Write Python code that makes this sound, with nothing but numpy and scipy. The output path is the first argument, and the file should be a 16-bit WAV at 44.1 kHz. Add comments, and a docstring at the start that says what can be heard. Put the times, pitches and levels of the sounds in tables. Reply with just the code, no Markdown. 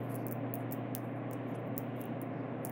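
"""A small room, close to the microphone: small hard beads on a cord are flipped around a hand.
They click against each other and clack on finger rings in short clusters, each contact a few fast-dying modes.
Between flips the cord slides over the skin as swells of grainy filtered noise.
Beads, rings and cord get random-echo reverb; a fan rushes (shaped noise) and hums (sines) behind."""
import sys
import numpy as np
from scipy import signal
from scipy.fft import rfft, irfft
from scipy.io import wavfile
from scipy.ndimage import uniform_filter1d

SR = 44100
rng = np.random.default_rng(int(sys.argv[2]) if len(sys.argv) > 2 else 0)


def pcm_store(signal):
    """Save signal as 16-bit PCM."""
    levels = np.round(np.clip(np.atleast_2d(signal), -1, 1) * 32767)
    wavfile.write(sys.argv[1], SR, levels.astype(np.int16).T)


N = 119511
T = np.arange(N) / SR  # time axis, s

# Bead contacts, balanced around the body of the click:
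# start_s, strength_db (relative), high_ring_db (against body), low_knock_db (against body)
BEAD_CONTACTS = [ (0.1443, -19, -3, -5), (0.1534, -16.5, 2, -7), (0.1582, -7, -10, -33),
                 (.1623, -25, -9, 0), (0.2672, -14.5, 7.5, -9.5), (0.2833, -24.5, 5, 6.5),
                 (.3126, -19, 7, -2), (.3162, -26, 2, -1), (.3175, -27, 6, 1), (.3227, -28, 3, -2),
                 (.3243, -19, 13, -3), (.3290, -25, 4, -3), (.5388, -13, 11, -7), (.5467, -24, 5, -1),
                 (.5547, -21, 9, -3), (.6071, -35, -14, 0), (.7123, -28, 9, 4), (.7223, -21, 11, 4),
                 (.7252, -19, 13, 3), (.7317, -21, 8, 0), (.7375, -25, 8, 0), (.7459, -30, 1, 0),
                 (0.964, -30, 14, 8), (.9814, -35, 15, 8), (1.3118, -25, 6, 2), (1.3299, -28, -1, 4),
                 (1.3336, -18, 0, 1.5), (1.7674, -33, 2, 2), (1.7793, -11, 11, 3), (1.7831, -27, 9, 1),
                 (1.7865, -31, 6, 2), (1.9691, -41, -7, -15), (2.0075, -31, 8, 0), (2.0145, -17.5, 5, -6),
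                 (2.0390, -18.5, -21, -9.5), (2.0548, -27.5, 10.5, -13), (2.2160, -16.5, 2, -12),
                 (2.2267, -25, -18, -10), (2.6498, -2, -5.5, -9.5), (2.6562, -29, 8, 14),
                 (2.6709, -21.5, -6, 4.5), (2.6861, -35, -2, -1), (2.6958, -26.5, 13, 2)]
# Modes a bead rings with: pitch_hz, level_db (relative), t60_s
BEAD_MODES = np.array([(5330, -25, 0.0044), (6730, -5.5, 0.00089), (9230, 1.0, 0.002), (11400, 3, 0.0023),
              (12900, -1.5, 0.0012), (15330, 5.5, 0.0024)])
KNOCK_HZ, BODY_HZ, RING_HZ = 6780, 10500, 13100  # centres of low knock, body and high ring
MODE_SPREAD = 0.0079  # random detuning, share of pitch
BEAD_DB, BEAD_LOW_HZ = -3.5, 4700  # trim and low cut
HAND_ECHO_S, HAND_ECHO_DB = 0.0007, -16  # mean lag, level against the first touch
CHATTER_S, CHATTER_DB = 0.004, -21  # time scale, starting level against the first touch

# Heavier knocks of a bead on a finger ring: start_s, strength_db (relative)
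RING_KNOCKS = [(0.9507, -0.5), (0.9598, -24)]
# Modes the finger ring sounds with: pitch_hz, level_db (relative)
RING_MODES = np.array([(3400, -20), (6700, -16), (11000, -5), (14100, -1.5), (16100, -4)])
RING_T60_S, RING_LOW_HZ = 0.0025, 2640  # decay and low cut

# Cord sliding over the hand: middle_s, half_length_s (to 1/e), level_db (rms at the middle, before
# the cuts), centre_hz
CORD_SLIDES = [(0.044, 0.045, -66, 13800), (0.117, 0.023, -57, 11700), (0.16, .1, -77, 4500),
               (0.205, .025, -71, 13000), (0.212, .02, -78, 5800), (0.6, 0.028, -69, 10800),
               (1.053, 0.053, -81, 9470), (1.06, 0.051, -75.5, 13800), (1.17, .02, -80.5, 11300),
               (1.53, .1, -85, 12500), (1.502, 0.024, -72, 13300), (1.5, 0.018, -81, 6640),
               (1.549, .01, -70, 6040), (1.555, 0.0073, -60, 10200), (1.596, 0.013, -75, 13700),
               (1.672, 0.019, -75, 14800), (1.875, 0.037, -84, 12900), (1.969, 0.0095, -70, 13500),
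               (2.001, 0.015, -62, 12800), (2.045, 0.049, -83, 6200), (2.39, 0.1, -84, 4600),
               (2.67, .03, -64, 12200)]
SLIDE_WIDTH = 0.32  # bandwidth, share of the centre frequency
SLIDE_LOW_HZ = 4270  # low cut
SLIDE_GRAIN_DB, SLIDE_CATCH_DB = 2.8, 2  # spread of the fast grain and of the slower catching
SOFT_TOP_HZ = 15700  # high cut of the cord slides and the echoes

# Scattered echoes from hand and nearby things, then a short tail (levels before the body boost)
EARLY_DB, EARLY_T60_S, EARLY_GAP_S, EARLY_GRAIN_DB = -15, 0.035, 0.0016, 8
TAIL_DB, TAIL_T60_S, TAIL_GAP_S = -17.5, 0.19, 0.004
# The room returns the lower part of a click more strongly: a lowpassed copy is added
ROOM_BODY_DB, ROOM_BODY_HZ = -1, 6000

# Spectrum of the fan's rush: pitch_hz, density_db (per Hz, relative)
FAN_RUSH = [(25, -32.5), (55, -43), (85, -19), (110, -4.5), (150, 1), (205, -0.5), (275, 5.5), (340, -2),
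            (520, -2), (700, -5.5), (860, -11), (1100, -16.5), (1300, -17.5), (1950, -18.5), (2500, -22.5),
            (3100, -32), (3800, -40), (4400, -52), (5400, -60.5), (8000, -61)]
# Top end of the same spectrum: pitch_hz, density_db (per Hz, relative)
FAN_TOP = [(16000, -73)]
# Narrow resonances of fan housing and room: pitch_hz, half_width_hz (to -6 dB), level_db (rms)
FAN_RESONANCES = [(236.6, 6.8, -55), (266.2, 26, -48), (478.5, 11, -63.5), (518, 19, -60.5),
                  (572, 6.7, -59.5), (679, 28, -54), (770, 23, -60), (1029.5, 14, -62), (1123, 37, -63)]
# Steady tones of the fan: pitch_hz, level_db (rms, before the waver)
FAN_HUM = [(120.1, -45.5), (152, -54.5), (1674, -74)]
FAN_DB, HUM_WAVER_DB = -42, 1.33  # rms of the rush, spread of the hum's level
FAN_HISS_HZ, FAN_DRIFT_DB = 2740, 1.9  # hiss above this drifts in level by this spread
TOP_HZ = 16500  # overall high cut


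def beads():
    """Each contact rings the bead's modes, balanced by where it is hit; a near echo off the hand and faint
    chatter follow."""
    out = np.zeros(N)
    mode_hz, mode_db, t60 = BEAD_MODES.T
    sign = (-1) ** np.arange(len(mode_hz))  # neighbouring modes start in opposite directions
    for start, strength_db, ring_db, knock_db in BEAD_CONTACTS:
        balance_db = np.interp(mode_hz, [KNOCK_HZ, BODY_HZ, RING_HZ], [knock_db, 0, ring_db])
        gain = sign * amp(BEAD_DB + strength_db + mode_db + balance_db)
        # a near echo off the hand follows at once, then the bead chatters faintly on the cord
        touches = [(0, 0), (HAND_ECHO_S * (0.5 + rng.random()), HAND_ECHO_DB)]
        for lag in np.cumsum(rng.random(size=5)):
            touches.append((CHATTER_S * lag, CHATTER_DB - 2 * lag))
        for lag_s, touch_db in touches:
            detune = 1 + MODE_SPREAD * rng.standard_normal(len(mode_hz))
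            click = strike(mode_hz * detune, gain * amp(touch_db), t60)
            add(out, start + lag_s, click)
    return highpass(out, BEAD_LOW_HZ)


def finger_ring():
    """A bead lands on a ring: a lower, hollower clack from the ring's own modes."""
    out = np.zeros(N)
    mode_hz, mode_db = RING_MODES.T
    for start, strength_db in RING_KNOCKS:
        add(out, start, strike(mode_hz, amp(strength_db + mode_db), RING_T60_S))
    return highpass(out, RING_LOW_HZ)


def strike(hz, gain, t60):
    """Quickly dying modes set off by one hard contact; at equal gain, faster decays start louder."""
    t = T[:SR // 100, None]
    decay = np.log(1000) / t60
    modes = np.exp(-decay * t) * np.sin(2 * np.pi * hz * t)
    return np.sum(gain * 2 * decay / SR * modes, axis=1)


def cord():
    """Each slide is a swell of grainy friction hiss that catches and slips unevenly."""
    out = np.zeros(N)
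    f = np.fft.rfftfreq(N, 1 / SR)
    grip = unit(amp(SLIDE_GRAIN_DB * walk(800) + SLIDE_CATCH_DB * walk(90)))
    for middle, half, db, hz in CORD_SLIDES:
        band = rfft(rng.standard_normal(N) * grip) / (1 + 2j * (f / hz - 1) / SLIDE_WIDTH) ** 2
        swell = np.exp(-((T - middle) / half) ** 2)
        out += amp(db) * unit(irfft(band, N)) * swell
    return cut_top(highpass(out, SLIDE_LOW_HZ))


def room_response():
    """Early scattered echoes plus a short tail, with the lower part reinforced and a high cut."""
    early = echoes(EARLY_DB, EARLY_T60_S, EARLY_GAP_S, EARLY_GRAIN_DB)
    tail = echoes(TAIL_DB, TAIL_T60_S, TAIL_GAP_S, 0)
    room = early + tail
    body = signal.sosfilt(signal.butter(1, ROOM_BODY_HZ, fs=SR, output="sos"), room)
    return cut_top(room + amp(ROOM_BODY_DB) * body)


def echoes(db, t60, gap_s, grain_db):
    """A fading train of random reflections; more grain makes single ones stand out."""
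    t = T[:SR // 2]
    train = rng.standard_normal(len(t)) * amp(grain_db * rng.standard_normal(len(t)))
    train = train * np.exp(-np.log(1000) * t / t60) * (t > gap_s)
    return amp(db) * train / np.sqrt(np.sum(train ** 2))  # level set by total energy


def fan():
    """Rush of air with drifting hiss and narrow resonances, under a slightly wavering motor hum."""
    f = np.fft.rfftfreq(N, 1 / SR)
    out = amp(FAN_DB) * coloured(FAN_RUSH + FAN_TOP)
    hiss = irfft(rfft(out) * (f > FAN_HISS_HZ), N)
    out += hiss * (amp(FAN_DRIFT_DB * walk(5.6)) - 1)
    for hz, half_width, db in FAN_RESONANCES:
        band = rfft(rng.standard_normal(N)) / (1 + 1j * (f - hz) / half_width) ** 2
        out += amp(db) * unit(irfft(band, N))
    for hz, db in FAN_HUM:
        level = np.sqrt(2) * amp(db + HUM_WAVER_DB * walk(1.4))  # rms to peak
        out += level * np.sin(2 * np.pi * (hz * T + rng.random()))
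    return out


def coloured(points):
    """Noise of rms 1 with a spectrum through (Hz, dB) points, joined on a log-frequency scale."""
    hz, db = np.array(points).T
    f = np.maximum(np.fft.rfftfreq(N, 1 / SR), 1)
    shape = amp(np.interp(np.log(f), np.log(hz), db))
    return unit(irfft(rfft(rng.standard_normal(N)) * shape, N))


def walk(rate):
    """Smoothed random movement of rms 1 that takes a new value rate times a second."""
    hold = max(int(SR / rate), 1)
    steps = rng.standard_normal(N)[np.arange(N) // hold]
    return unit(uniform_filter1d(steps, hold))


def cut_top(x):
    """Steep lowpass at SOFT_TOP_HZ, used on the cord slides and the echoes."""
    return signal.sosfilt(signal.ellip(8, 0.2, 60, SOFT_TOP_HZ, fs=SR, output="sos"), x)


def highpass(x, hz):
    """Take away what lies below hz, steeply."""
    return signal.sosfilt(signal.butter(8, hz, "high", fs=SR, output="sos"), x)


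def add(out, start_s, sound):
    """Mix a sound in at a given time."""
    i = int(start_s * SR)
    out[i:i + len(sound)] += sound[:max(N - i, 0)]


def amp(db):
    """Decibels to gain."""
    return 10 ** (np.asarray(db) / 20)


def unit(x):
    """Scale to rms 1."""
    return x / np.sqrt(np.mean(x ** 2))


def scene():
    """Beads, ring and cord with their echoes, over the fan."""
    near = beads() + finger_ring() + cord()
    reflected = signal.fftconvolve(near, room_response())[:N]
    return (near + reflected + fan())[None]


def record(dry):
    """Short 4 ms fade-in so that the sound starts without a click, then a steep lowpass at TOP_HZ."""
    fade_in = np.minimum(T / 0.004, 1)
    return signal.sosfilt(signal.ellip(8, 0.2, 70, TOP_HZ, fs=SR, output="sos"), dry * fade_in)


dry = scene()
out = record(dry)
pcm_store(out)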